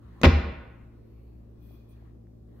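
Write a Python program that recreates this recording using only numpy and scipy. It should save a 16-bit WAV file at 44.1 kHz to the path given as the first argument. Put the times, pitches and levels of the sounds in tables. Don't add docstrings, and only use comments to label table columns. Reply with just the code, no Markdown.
import sys
import numpy as np
from scipy import signal
from scipy.io import wavfile
from scipy.ndimage import uniform_filter1d

SR = 44100
rng = np.random.default_rng(int(sys.argv[2]) if len(sys.argv) > 2 else 0)


def log_audio(samples):
    frames = np.atleast_2d(samples).T
    limited = np.clip(frames, -1, 1)
    pcm = np.round(limited * 32767).astype(np.int16)
    wavfile.write(sys.argv[1], SR, pcm)


N = 114660
T = np.arange(N) / SR

# f/Hz, likeness
BACKGROUND_LIKENESS = [(60, 0.73), (180, 0.94), (550, -0.13), (1650, 0.32), (4970, -0.3), (15000, 1)]
NEAR_LIKENESS = [(100, .98), (250, .9), (600, .55), (1200, .35), (2500, .5), (5000, .4), (8500, -.7),
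                 (12000, .75)]
# f/Hz, level/dB
AIR_COLOUR = [(20, -5), (35, -6.5), (60, -2.5), (100, -9), (140, -9.5), (350, -8.5), (600, -19.5),
              (1000, -34), (2000, -47.5), (5000, -48), (9000, -56), (13000, -53.5), (15700, -55.5)]
RUSTLE_COLOUR = [(350, -25), (700, -5.5), (1100, 3), (1500, -7), (1850, -5), (2400, -15), (4200, -18),
                 (5000, -29), (15700, -37.5)]
ECHO_COLOUR = [(60, -8.5), (130, 1), (250, -8), (600, -4.5), (1400, -2.5), (3000, -3.5), (6000, 1.5),
               (7200, 4), (8800, -14), (12000, 1)]
TOUCH_COLOUR = [(1000, -25), (2500, -7), (4800, 0), (6800, 0), (8500, -13), (12000, -17), (15500, -19)]
CRACK_COLOUR = [(150, -31), (400, -7.5), (1000, -7), (2400, -8), (4500, -21.5), (7000, -28), (8700, -44.5),
                (11700, -38), (15500, -52.5)]
# multiple of its lowest pitch, level/dB
HUM_TONES = [(1, -67.5), (2, -54), (4, -62.5), (5, -71), (6, -70)]
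# f/Hz, width/Hz, level/dB
DRONE_BANDS = [(62, 14, -59.5), (175.6, 12, -65.5)]
SWISH_BANDS = [(2460, 700, 1.5), (4360, 600, -5.5), (13000, 3000, -6)]
SQUEAK_BANDS = [(2470, 110, -1.5), (3360, 110, -6), (3920, 3000, -2), (6030, 200, -15.5)]
HISS_BANDS = [(7800, 300, -13), (9340, 300, -6.5), (11750, 300, 0.5), (13700, 2700, 3), (15400, 300, -1.5)]
# t/s, level/dB
RUSTLE_LEVELS = [(0, -77), (.03, -68), (.2, -61), (.3, -71), (1, -76), (1.18, -79), (1.45, -79.5),
                 (1.7, -76), (1.9, -76.5), (1.97, -70.5), (2.07, -69.5), (2.14, -79.5), (2.25, -87),
                 (2.45, -90.5), (2.5, -76), (2.6, -68.5)]
SWISH_LEVELS = [(.95, -100), (1.05, -84), (1.19, -78.5), (1.3, -81), (1.42, -85), (1.5, -100), (1.9, -100),
                (1.97, -79), (2.1, -93), (2.2, -105)]
# t/s, squeak level/dB, hiss level/dB
HINGE_LEVELS = [(1.5, -100, -95.5), (1.57, -86, -102), (1.63, -77, -77), (1.75, -73, -73), (1.8, -76, -84),
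                (1.87, -82.5, -92), (1.9, -78, -72), (1.93, -74, -83.5), (1.98, -89, -100),
                (2.46, -105, -100), (2.6, -100, -80)]
# t/s, level/dB, f/Hz
TICK_EVENTS = [(.034, -64, 1200), (.034, -68, 3100), (.045, -44, 68), (.521, -60, 5500), (1.709, -51, 600),
               (2.025, -52, 650), (2.270, -61, 1700), (2.270, -70, 4500)]
# f/Hz, time to fade by 60 dB/s
ECHO_TIMES = [(100, .5), (250, 0.88), (600, 0.86), (1400, 0.97), (3000, 0.81), (5500, .5), (7200, .45),
              (8800, .2), (12000, 0.4)]
# f/Hz, level/dB, time to fade by 60 dB/s
CABINET_NOTES = [(42.3, -28.5, 0.8), (70, -11.5, 0.62), (79.05, -7, .45)]
PANEL_NOTES = [(155, -1, .12), (176.6, -6.5, .15), (233, 9.5, 0.19), (274.3, -4.5, 0.12), (341, 4, 0.068),
               (371.9, -2.5, 0.08), (467.5, 1.5, 0.069), (533, -0.5, 0.12), (1066, -3, 0.095),
               (1633, -13, .07), (1976.5, -4, 0.061), (2455, -7, .04)]
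# t/s, thud level/dB, crack level/dB, crack fade/s, treble cutoff/Hz
DOOR_BLOWS = [(0.2145, -42, -42.5, .004, 2987), (0.2333, -26.5, -6, 0.0019, 9000),
              (0.2357, -28.5, -11.5, 0.0025, 2500), (0.2398, -19, -10, .004, 2500),
              (0.2437, -36.5, -9, 0.0092, 4026), (0.251, -19.5, -13, 0.0044, 2500),
              (0.2555, -29.5, -25, 0.0021, 2000), (0.2664, -19.5, -31, 0.0052, 1500)]

HIT_RISE_S = .00025


def amp(db):
    return 10 ** (np.asarray(db) / 20)


def unit_level(x):
    return x / np.sqrt(np.mean(x ** 2) + 1e-20)


def look_up(table, hz):
    f, value = np.transpose(table)
    return np.interp(np.log(hz + 1), np.log(f + 1), value)


def colour(table):
    return lambda hz: amp(look_up(table, hz))


def peaks(bands):
    return lambda hz: np.sqrt(sum(amp(db) ** 2 / width / (1 + (2 * (hz - f) / width) ** 2) ** 2
                                  for f, width, db in bands))


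def swell(table, column=1):
    return amp(np.interp(T, *np.transpose(table)[[0, column]]))


def add(mix, start_s, sound):
    part = mix[..., round(start_s * SR):][..., :sound.shape[-1]]
    part += sound[..., :part.shape[-1]]


def stereo(left, other, likeness, hz):
    same = np.clip(look_up(likeness, hz), -1, 1)[:, None]
    return np.array([left, same * left + np.sqrt(1 - same ** 2) * other])


def noise(gain, flicker_db, likeness=BACKGROUND_LIKENESS, size=1024):
    frames, hz = N * 4 // size + 5, np.fft.rfftfreq(size, 1 / SR)
    a, b, c, d, patches = rng.standard_normal((frames, len(hz), 5)).T
    patches = uniform_filter1d(patches, size=10, axis=0)
    patches = unit_level(uniform_filter1d(patches, size=10, axis=1))
    spectrum = stereo(a + 1j * b, c + 1j * d, likeness, hz)
    spectrum *= gain(hz)[:, None] * amp(flicker_db * patches)
    return unit_level(signal.istft(spectrum, nperseg=size, noverlap=size * 3 // 4)[1][:, :N])


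def ring(notes, t):
    return -sum(amp(db - 60 * t / fade_s) * np.sin(2 * np.pi * hz * t) for hz, db, fade_s in notes)


def room_air():
    return amp(-55.5) * noise(colour(AIR_COLOUR), flicker_db=1.5, size=2048)


def compressor_hum(pitch_hz=57.03, mains_hz=59.6, mains_db=-52.5):
    tones = [(k * pitch_hz, db) for k, db in HUM_TONES] + [(mains_hz, mains_db)]
    hum = sum(np.sqrt(2) * amp(db) * np.sin(2 * np.pi * (hz * T + rng.random())) for hz, db in tones)
    drone = sum(amp(db) * noise(peaks([(hz, width, 0)]), flicker_db=0, size=16384)
                for hz, width, db in DRONE_BANDS)
    return hum + drone


def rustle():
    return swell(RUSTLE_LEVELS) * noise(colour(RUSTLE_COLOUR), flicker_db=2.5)


def door_swish():
    return swell(SWISH_LEVELS) * noise(peaks(SWISH_BANDS), flicker_db=1.7)


def hinge():
    squeak = swell(HINGE_LEVELS) * noise(peaks(SQUEAK_BANDS), flicker_db=.83)
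    hiss = swell(HINGE_LEVELS, column=2) * noise(peaks(HISS_BANDS), flicker_db=3.5)
    return squeak + hiss


def ticks(fade_cycles=.55):
    t, out = T[:SR // 4], np.zeros(N)
    for start_s, db, hz in TICK_EVENTS:
        cycles = hz * t
        shape = 4.5 * cycles * np.exp(-cycles / fade_cycles)
        add(out, start_s, amp(db) * shape * np.sin(2 * np.pi * cycles))
    return out


def room_echo(sound, level_db=-5.5):
    echoes = np.zeros((2, SR + SR // 2))
    delays = np.arange(200, SR, 10) + rng.integers(0, 10, (2, (SR - 191) // 10))
    np.put_along_axis(echoes, delays, rng.choice([-1., 1.], delays.shape), 1)
    hz, t, (left, other) = signal.stft(echoes, SR, nperseg=512)
    fade = amp(look_up(ECHO_COLOUR, hz)[:, None] - 60 * t / look_up(ECHO_TIMES, hz)[:, None])
    tail = signal.istft(stereo(left, other, NEAR_LIKENESS, hz) * fade, SR, nperseg=512)[1]
    tail /= np.linalg.norm(tail[0])
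    return amp(level_db) * signal.fftconvolve(sound.mean(0)[None], tail, axes=1)[:, :N]


def cabinet_boom(start_s=.2562, rise_s=.0054):
    t, out = T[:SR // 2], np.zeros(N)
    add(out, start_s, (1 - np.exp(-t / rise_s)) * ring(CABINET_NOTES, t))
    return out


def door_touch(start_s=.2152, level_db=-39, fade_s=.0026):
    t, out = T[:SR // 2], np.zeros((2, N))
    click = noise(colour(TOUCH_COLOUR), flicker_db=0, likeness=NEAR_LIKENESS, size=256)
    shape = (1 - np.exp(-t / HIT_RISE_S)) * np.exp(-t / fade_s)
    add(out, start_s, amp(level_db) * shape * click[:, SR:SR + len(t)])
    return out


def door_blows():
    t, out = T[:SR // 2], np.zeros((2, N))
    panel = ring(PANEL_NOTES, t)
    rise = 1 - np.exp(-t / HIT_RISE_S)
    grit = noise(colour(CRACK_COLOUR), flicker_db=2.5, likeness=NEAR_LIKENESS, size=256)
    for start_s, thud_db, crack_db, fade_s, cutoff_hz in DOOR_BLOWS:
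        crack = amp(crack_db) * grit[:, round(start_s * SR):][:, :len(t)] * np.exp(-t / fade_s)
        blow = rise * (amp(thud_db) * panel + crack)
        dullness = np.exp(-2 * np.pi * cutoff_hz / SR)
        add(out, start_s, signal.lfilter([1 - dullness], [1, -dullness], blow))
    return out


def scene():
    knock = (door_blows() + door_touch()) * amp([[.6], [-.6]])
    near = knock + ticks()
    echo = room_echo(near)
    background = compressor_hum() + room_air() + rustle() + hinge() + door_swish()
    return background * amp([[.63], [-.63]]) + echo + cabinet_boom() + near


def record(dry):
    bass_hz, treble_hz = 29.7, 15800
    thin = signal.lfilter(*signal.butter(2, bass_hz, "high", fs=SR), dry)
    treble_cut = signal.firwin(511, treble_hz, window=("kaiser", 9), fs=SR)
    return signal.oaconvolve(thin, treble_cut[None], "same")


dry = scene()
out = record(dry)
log_audio(out)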